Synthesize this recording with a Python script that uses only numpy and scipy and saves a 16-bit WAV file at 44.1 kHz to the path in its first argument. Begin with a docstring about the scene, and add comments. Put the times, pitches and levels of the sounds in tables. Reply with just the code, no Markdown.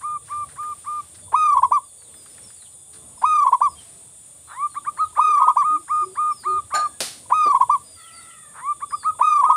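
"""First comes a hiss of insects over low town rumble, with soft, even coos and a few scuffs in a cage.
Then, close to the microphone, a zebra dove on its perch sings a long falling coo and three quick ones,
five times over, and the second dove answers. In each coo the syrinx rattles until pressure has raised
the pitch, then sings clean. Out beyond the cage small birds whistle, a larger dove and a rooster call
far off, and something clanks and slaps."""
import sys
import numpy as np
from scipy import signal
from scipy.fft import rfft, irfft, next_fast_len
from scipy.io import wavfile
from scipy.ndimage import uniform_filter1d, minimum_filter1d, map_coordinates

SR = 44100
rng = np.random.default_rng(int(sys.argv[2]) if len(sys.argv) > 2 else 0)


def waveform_to_disk(signal):
    """Save audio, clipped to [-1, 1], as 16-bit WAV at the path in sys.argv[1]."""
    frames = np.transpose(np.atleast_2d(signal))
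    scaled = np.clip(frames, -1, 1) * 32767
    samples = np.round(scaled).astype(np.int16)
    wavfile.write(sys.argv[1], SR, samples)


N = 421596


def amp(db):
    """Decibels to gain."""
    return 10 ** (np.asarray(db) / 20)


def unit(x):
    """x at rms 1."""
    return x / np.sqrt(np.mean(x ** 2) + 1e-20)


def along(points, hz):
    """(Hz, value) points read on a log axis."""
    f, v = np.transpose(points)
    return np.interp(np.log(hz + 1), np.log(f + 1), v)


def clock(length):
    """Sample times of a sound of this length."""
    return np.arange(int(length * SR)) / SR


def add(track, s, sound):
    """Mix a sound into a track at time s."""
    start = min(round(s * SR), N)
    sound, start = sound[max(-start, 0):], max(start, 0)
    track[start:start + len(sound)] += sound[:N - start]


def wobble(rate, size):
    """A smooth random curve, rate knots a second."""
    knots = rng.standard_normal(int(size * rate / SR) + 4)
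    return map_coordinates(knots, [np.arange(size) * rate / SR])


def filtered(x, response):
    """x times a complex response of frequency."""
    m = next_fast_len(len(x) + SR // 4)
    return irfft(rfft(x, m) * response(np.fft.rfftfreq(m, 1 / SR)), m)[:len(x)]


def resonance(f, hz, width):
    """Causal response of one resonance."""
    return 1j * f * width / (hz * hz - f * f + 1j * f * width)


def noise(spectrum, size):
    """Coloured noise of rms 1."""
    return unit(filtered(rng.standard_normal(size), lambda f: amp(along(spectrum, f))))


def band(hz, width, size):
    """Noise of rms 1 around one frequency."""
    return unit(filtered(rng.standard_normal(size), lambda f: resonance(f, hz, width) ** 2))


def patchy(x, depth_db):
    """x at rms 1, with slow random patches of gain in time and frequency."""
    z = signal.stft(x, nperseg=2048)[2]
    field = uniform_filter1d(rng.standard_normal(z.shape), size=3, axis=0)
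    field = uniform_filter1d(field, size=8, axis=1)
    return unit(signal.istft(z * amp(depth_db * unit(field)), nperseg=2048)[1][:N])


def wall(x, delay, db):
    """x with one reflection off a nearby wall."""
    return filtered(x, lambda f: 1 + amp(db) * np.exp(-2j * np.pi * f * delay))


# The yard around the cage. Each row: frequency in Hz, seconds to fade by 60 dB at a stretch of 1.
YARD_DECAY = [(200, 0.19), (1200, 0.22), (5000, 0.13), (12000, 0.033)]


def yard_echo(x, stretch):
    """The yard's diffuse answer; a larger stretch rings longer."""
    hz, t, z = signal.stft(rng.standard_normal(SR), SR, nperseg=256)
    t60 = stretch * along(YARD_DECAY, hz)[:, None]
    tail = signal.istft(z * amp(-60 * t / t60), SR, nperseg=256)[1]
    return signal.fftconvolve(x, np.pad(tail, (300, 0)) / np.linalg.norm(tail))[:N]


# The town in the distance. Each row: frequency in Hz, relative level in dB.
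TOWN_SPECTRUM = [(15, -60), (25, -28.5), (81, 2.5), (222, -10.5), (330, -13), (364, -14.5), (459, -13),
                 (660, -12.5), (753, -16), (1300, -21), (1690, -50.5), (2860, -120)]
# The open air around the microphone. Each row: time in seconds, relative level in dB.
HUSH_LEVELS = [(0.0, -62.5), (0.19, -73), (0.28, -59), (0.42, -65), (1.02, -61.5), (1.25, -68.5),
               (1.9, -71), (2.37, -61.5), (2.88, -72.5), (2.93, -66.5), (3.72, -68), (3.81, -58.5),
               (4.09, -67.5), (5.02, -66), (7.8, -65.5), (8.27, -62.5), (8.41, -68.5), (9.57, -68.5)]


def town_air():
    """Low town rumble under a drifting airy hush."""
    low_noise = filtered(noise(TOWN_SPECTRUM, N), lambda f: f * f / (f * f + 35 ** 2))
    rumble = amp(-56.5 + 2.4 * wobble(7, N)) * patchy(low_noise, depth_db=3)
    s, db = np.transpose(HUSH_LEVELS)
    hush_db = np.interp(np.arange(N) / SR, s, db) + 5
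    hush_spectrum = [(60, -30), (300, 0), (1500, -1), (3500, .5), (5500, -1), (10000, -9), (15000, -13.5)]
    return rumble + amp(hush_db) * noise(hush_spectrum, N)


# Insects outside the cage. Each row: frequency in Hz, relative level in dB.
CHORUS_SPECTRUM = [(3530, -57), (6000, -34), (6420, -24.5), (6840, -8.5), (7490, -9.5), (7830, -4),
                   (9100, 2), (9740, -0.5), (9860, -5.5), (11300, -16), (12100, -41.5), (13300, -27.5),
                   (13400, -22.5), (14400, -29.5), (15500, -36)]
# Single insects among them. Each row: centre in Hz, width in Hz, level in dB.
INSECT_TRILLS = [(3496, 12, -69.5), (6890, 130, -66.5), (8680, 23, -59.5), (9100, 32, -56.5),
                 (9470, 33, -57), (13950, 60, -72)]


def insects():
    """A steady high chorus, narrow wavering trills and a faint lower hiss."""
    chorus = amp(-46 + .34 * wobble(4.6, N)) * patchy(noise(CHORUS_SPECTRUM, N), depth_db=3.5)
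    trills = sum(amp(db + 2.2 * wobble(4, N)) * band(hz, width, N) for hz, width, db in INSECT_TRILLS)
    return chorus + trills + amp(-69) * band(3530, 500, N)


def rooster():
    """A faint hoarse crow from far off, of which the second and third harmonics carry."""
    out, t = np.zeros(N), clock(.64)
    attack_s, release_s = .04, .3
    f0 = np.interp(t, [0, .12, .32, .64], [665, 660, 665, 560]) * (1 + .03 * wobble(197.8, len(t)))
    phase = 2 * np.pi * np.cumsum(f0) / SR
    swell = np.clip(np.minimum(t / attack_s, (t[-1] - t) / release_s), 0, 1) ** .5
    harmonics = np.sin(2 * phase) + .8 * np.sin(3 * phase) + .2 * np.sin(4 * phase)
    add(out, 7.96, amp(-47.5) * swell * harmonics)
    return out


def glide(hz, db, waver, rasp):
    """A thin swelling tone that follows hz; rasp roughens it the further it slides."""
    size = len(hz)
    progress = np.arange(size) / size
    hz = hz * (1 + waver * wobble(90, size) + rasp * (1 - hz / hz[0]) * wobble(700, size))
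    swell = np.sqrt(2 * np.clip(6 * np.minimum(progress, 1 - progress), 0, 1))
    return amp(db + 4 * wobble(70, size)) * swell * np.sin(2 * np.pi * np.cumsum(hz) / SR)


# A larger dove, far off. Each row: start and length in seconds, first and last pitch in Hz,
# relative level in dB.
FAR_DOVE_COOS = [(5.264, 0.037, 399, 423, -46.5), (5.706, 0.1, 288, 334, -43.5), (6.01, 0.1, 360, 392, -45),
                 (6.454, 0.08, 364, 391, -41)]


def far_dove():
    """Low coos that slide gently upward."""
    out = np.zeros(N)
    for s, length, start_hz, end_hz, db in FAR_DOVE_COOS:
        hz = np.interp(clock(length), [0, length], [start_hz, end_hz])
        add(out, s, glide(hz, db, waver=.01, rasp=0))
    return out


# Small birds beyond the cage. Each row: start and length in seconds, first pitch and final
# downward bend in Hz, relative level in dB.
CLEAR_WHISTLES = [(1.97, .15, 4600, 1650, -59), (2.14, .16, 5080, 250, -62), (2.3, .05, 5280, 350, -57),
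                  (2.425, .09, 5600, 850, -53.5), (2.555, .13, 4760, 1800, -57.5),
                  (2.685, .2, 5100, 50, -70), (3.173, .065, 5250, 450, -58),
                  (3.682, .065, 5250, 470, -56.5), (3.753, 0.07, 3270, 300, -53.5),
                  (4.453, 0.14, 4180, 720, -60), (4.693, .12, 4400, 980, -57.5),
                  (4.97, 0.14, 4310, 1030, -52), (5.798, .4, 5280, 450, -61.5),
                  (6.298, .17, 5370, 1400, -52), (6.476, 0.13, 4380, 830, -55.5),
                  (7.401, .11, 5140, 840, -47), (7.837, 0.22, 4950, 550, -53.5),
                  (7.98, .16, 3500, 900, -54), (8.12, .09, 4800, 300, -52.5), (8.2, 0.15, 3750, 950, -55.5),
                  (8.88, .19, 5050, 900, -52)]


def small_birds():
    """Thin whistles that sag and then bend down, clear ones among fainter ones."""
    out = np.zeros(N)
    sag_hz_per_s, bend_s = 1200, .13
    draws = rng.random((round(N / SR), 3))  # about one faint whistle a second
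    faint = [(a * N / SR, .07 + .15 * b, 3300 + 2200 * c, 800, -68) for a, b, c in draws]
    for s, length, start_hz, bend_hz, db in CLEAR_WHISTLES + faint:
        t = clock(length)
        bend = np.maximum(1 - (length - t) / min(bend_s, length), 0)
        hz = start_hz - sag_hz_per_s * t - bend_hz * bend ** 1.6
        add(out, s, glide(hz, db, waver=.007, rasp=.25))
    return out


# A metal piece outside the cage. Each row: mode in Hz, relative level in dB, seconds to fade by 60 dB.
METAL_MODES = [(1542, 7.5, 0.19), (1670, -5.5, 0.42), (3930, -0.5, 0.14), (4300, 2.5, 0.24),
               (5200, -14.5, .26), (5540, -16.5, 0.36), (6830, -7, 0.23), (7070, 4.5, 0.13),
               (8900, -1.5, .2), (10000, -6.5, 0.1), (10800, -15.5, 0.15), (11600, -14, 0.077),
               (12300, -24.5, .12)]
# Its contacts. Each row: start in seconds, relative level in dB.
CLANK_HITS = [(6.739, -30), (6.748, -25), (6.765, -38.5), (6.795, -38)]
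# The body of the clank, then the slap after it. Each row: frequency in Hz, relative level in dB.
CLANK_SPECTRUM = [(150, -41), (350, -12.5), (480, -21), (620, 0), (780, 7), (1000, -9.5), (2500, -13),
                  (4300, -28.5), (5500, -16.5), (6200, -28), (11600, -36), (15000, -44.5)]
SLAP_SPECTRUM = [(88, -31), (150, -7), (462, -9), (618, -9.5), (736, -6), (827, 0), (912, -18),
                 (1040, -7.5), (2700, -5.5), (4390, 0.5), (7560, -5.5), (9180, 0.5), (15500, -26)]
# Dull knocks in the yard. Each row: start in seconds, level in dB, centre in Hz.
DULL_THUMPS = [(7.004, -27.5, 486), (7.46, -25.5, 424)]


def knocks():
    """A rattling clank, a sharp slap with a long wash, and dull thumps."""
    out, t = np.zeros(N), clock(1)
    fade = lambda t60: amp(-60 * t / t60)
    for s, db in CLANK_HITS:
        # the rattle smears each mode into a narrow band
        ring = sum(amp(level) * fade(t60) * band(hz, .018 * hz, len(t)) for hz, level, t60 in METAL_MODES)
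        body = fade(.22) * noise(CLANK_SPECTRUM, len(t))
        add(out, s, amp(db) * (.5 * ring + 1.2 * body))
    wash, crack = amp(-23) * fade(.43), amp(-26) * fade(.03)
    add(out, 7.0045, (wash + crack) * noise(SLAP_SPECTRUM, len(t)))
    for s, db, hz in DULL_THUMPS:
        add(out, s, amp(db) * fade(.12) * band(hz, 430, len(t)))
    return out


# Scuffs inside the cage. Each row: start in seconds, relative level in dB, treble against mids in dB.
CAGE_SCUFFS = [(.318, -38, -21), (0.485, -39, -5), (.5094, -41, -13), (0.625, -36.5, -15),
               (1.1428, -45.5, 6.5), (1.184, -47, -7), (2.93, -43.5, 2.5), (2.953, -45.5, 0)]


def scuffs_and_ticks():
    """Soft scuffs and an even run of six dry ticks that swells and fades."""
    out, t = np.zeros(N), clock(.2)
    rise_s, scuff_t60, tick_t60, tick_gap_s = .0041, .13, .05, .121

    def touch(treble_db):
        return amp(-7) * (band(1500, 1000, len(t)) + amp(treble_db) * band(4200, 3500, len(t)))

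    for s, db, treble_db in CAGE_SCUFFS:
        envelope = amp(db - 60 * t / scuff_t60) * (1 - np.exp(-t / rise_s))
        add(out, s, envelope * touch(treble_db))
    for k, swell in enumerate(np.hanning(6)):
        envelope = amp(-44 + 7 * swell - 60 * t / tick_t60)
        add(out, 2.0185 + k * tick_gap_s, envelope * touch(treble_db=-15))
    return out


def arch(t, top_hz, db, climb, fall, droop_hz, start_hz, attack_db, release_db):
    """Pitch and level of a coo: both climb with the pressure, hold, and droop as it is let go."""
    climbing = np.clip(1 - t / climb, 0, 1) ** 2
    falling = np.clip(1 - (t[-1] - t) / fall, 0, 1) ** 2
    hz = top_hz - (top_hz - start_hz) * climbing - droop_hz * falling
    return hz, db - attack_db * climbing ** 1.25 - release_db * falling ** 3


def syrinx(hz, db, throat, jitter, rasp, mellow_db):
    """One coo as (fundamental, overtones): it rattles until the pitch has climbed, then sings clean."""
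    t = np.arange(len(hz)) / SR
    f0 = hz * (1 + jitter * wobble(250, len(t)))
    rattle = rasp * np.clip((950 - f0) / 250, 0, 1)
    gate = np.clip(np.minimum(t, t[-1] - t) / .0014, 0, 1)
    level = 2 ** .5 * amp(db) * gate * (1 + rattle * wobble(600, len(t)))
    phase = 2 * np.pi * np.cumsum(f0 * (1 + .2 * rattle * wobble(500, len(t)))) / SR
    # off the crest of pitch the pressure is lower; a negative mellow_db dims the upper overtones there
    crest = -minimum_filter1d(-f0, size=SR // 30)
    slack = np.clip((1 - f0 / crest) / .06, 0, 1)
    overtones = np.zeros(len(t))
    for k in range(2, 12):
        overtone_db = along(throat, k * f0) + mellow_db * slack * (k - 2.5) + 1.5 * wobble(60, len(t))
        overtones += amp(overtone_db) * np.sin(k * phase)
    return level * np.sin(phase), level * overtones


# The second dove, also near the microphone. Each entry: start of a song in seconds.
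SONG_STARTS = [4.5175, 8.5765]
# Its song: a slow rise, three pips, two coos. Each row: offset and length in seconds,
# top pitch in Hz, level in dB, climb in seconds.
SONG_NOTES = [(0, .157, 1220, -19.5, .164), (0.228, 0.045, 1246, -20, 0.043),
              (0.3317, .052, 1254, -17.5, .047), (0.454, .086, 1270, -17, .044),
              (.635, .126, 1220, -19.5, .032), (0.8583, 0.152, 1247, -18, .038)]
# Its two runs of even coos. Each row: start and length in seconds, top pitch in Hz, level in dB.
EVEN_NOTES = [(.012, .168, 1210, -25.5), (0.282, .171, 1191, -28), (.561, 0.18, 1211, -28),
              (0.844, 0.17, 1205, -26.5), (5.618, 0.16, 1233, -17.5), (5.88, 0.17, 1227, -18),
              (6.155, 0.176, 1223, -18.5), (6.435, 0.17, 1227, -19), (6.706, 0.17, 1220, -19)]
# Its throat. Each row: frequency in Hz, overtone level against the fundamental in dB.
SECOND_OVERTONES = [(1200, 16), (1550, 20), (2000, -14), (2300, -25), (2480, -41.5), (3000, -32.5),
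                    (3700, -47), (5000, -63)]


def second_dove():
    """Smooth coos, each opening with a husky scrape that is longer and louder before a slow climb."""
    out, scrape_t = np.zeros(N), clock(.1)
    even_climb_s = .046
    notes = [(start + s, *rest) for start in SONG_STARTS for s, *rest in SONG_NOTES]
    notes += [(*coo, even_climb_s) for coo in EVEN_NOTES]
    for s, length, top_hz, db, climb in notes:
        hz, level_db = arch(clock(length), top_hz, db, climb, fall=.035, droop_hz=88,
                            start_hz=742.7, attack_db=46.5, release_db=29)
        add(out, s, sum(syrinx(hz, level_db, SECOND_OVERTONES, jitter=.004, rasp=.6, mellow_db=0)))
        swell = np.exp(-.5 * ((scrape_t - scrape_t.mean()) / (.15 * climb)) ** 2)
        scrape = amp(-34.5 + 30 * climb + db / 2) * swell * band(1200, 480, len(swell))
        add(out, s - .043, scrape)
    return wall(out, delay=.03865, db=-30.5) + amp(-21.5) * yard_echo(out, stretch=.74)


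# The near dove's throat. Each row: frequency in Hz, overtone level against the fundamental in dB.
NEAR_OVERTONES = [(900, -0.5), (1400, -10.5), (1900, -33), (2300, -34.5), (2500, -18.5), (2850, -47),
                  (3300, -29.5), (3500, -42.5), (3750, -27), (4350, -44.5), (4750, -36.5), (5500, -37),
                  (6200, -29), (6900, -49.5), (15000, -57.5)]


def near_coo(length, top_hz, db, climb, fall, droop_hz, tiring):
    """A note of the near dove: it surges as it catches; as it tires, pitch sags and a tremor grows."""
    t = clock(length)
    tiring_s, sag_hz = .12, 171.3
    tremor_rate_hz, dip_hz, dip_db = 28.7, 169, 16.5
    hz, level_db = arch(t, top_hz, db, climb, fall, droop_hz, start_hz=516, attack_db=28.5, release_db=36)
    tired = tiring * np.exp((t - length) / tiring_s)
    dips = tired ** 2 * np.sin(np.pi * tremor_rate_hz * t) ** 4
    hz = hz - sag_hz * tired - dip_hz * dips
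    strain_db = .147 * np.maximum(hz - 1227.5, 0)  # the voice thins at the top of its range
    surge_db = 4 * (t < climb) * np.exp(-.5 * ((hz - 1023) / 62) ** 2)  # it catches near 1023 Hz
    level_db = level_db - dip_db * dips - strain_db + surge_db
    return syrinx(hz, level_db, NEAR_OVERTONES, jitter=.003, rasp=.55, mellow_db=-5)


# The zebra dove on its perch, close to the microphone. Each entry: start of a phrase in seconds.
PHRASE_STARTS = [1.3232, 3.22, 5.1728, 7.302, 9.1926]
# One long coo and three quick ones. Each row: offset and length in seconds, top pitch in Hz,
# relative level in dB, climb and fall in seconds, droop in Hz, tiring from 0 to 1.
PHRASE_NOTES = [(.001, .237, 1297, -16, .048, .012, 39.8, 0.99),
                (0.2348, .041, 1122, -19.5, .021, .019, 209.6, 0.02),
                (0.2942, .0424, 1109, -19, .026, .016, 218, 0),
                (.3845, 0.082, 1188, -18, .0265, .042, 230, 0.01)]


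def near_dove():
    """Each upward sweep strikes a sharp resonance, which swells and then beats against the note."""
    tone, overtones, t = np.zeros(N), np.zeros(N), clock(.012)
    catch = amp(-53.5) * np.hanning(len(t)) * np.sin(2 * np.pi * 1000 * t)
    husk = amp(-29.5) * np.hanning(len(clock(.026)))
    for start in PHRASE_STARTS:
        # a tiny catch and a throaty rasp open the phrase
        add(tone, start - .048, catch)
        add(overtones, start - .008, husk * band(950, 430, len(husk)))
        for s, *shape in PHRASE_NOTES:
            low, high = near_coo(*shape)
            add(tone, start + s, low)
            add(overtones, start + s, high)
    voice = filtered(tone, lambda f: 1 + 4.1 * resonance(f, hz=968.5, width=67)) + overtones
    return wall(voice, delay=.021, db=-30.5) + amp(-24.5) * yard_echo(voice, stretch=.9)


def scene():
    """From the microphone: two doves close and nearly dry, the far birds with more of the yard's echo."""
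    far_birds = rooster() + far_dove() + small_birds()
    distance = amp(-3.5) * far_birds + amp(-11) * yard_echo(far_birds, stretch=1.4)
    background = town_air() + insects() + distance + knocks() + scuffs_and_ticks()
    return (background + second_dove() + near_dove())[None]


def record(dry):
    """One microphone, into a recorder that keeps nothing above 15.6 kHz."""
    return filtered(dry[0], lambda f: f < 15600)[None]


dry = scene()
out = record(dry)
waveform_to_disk(out)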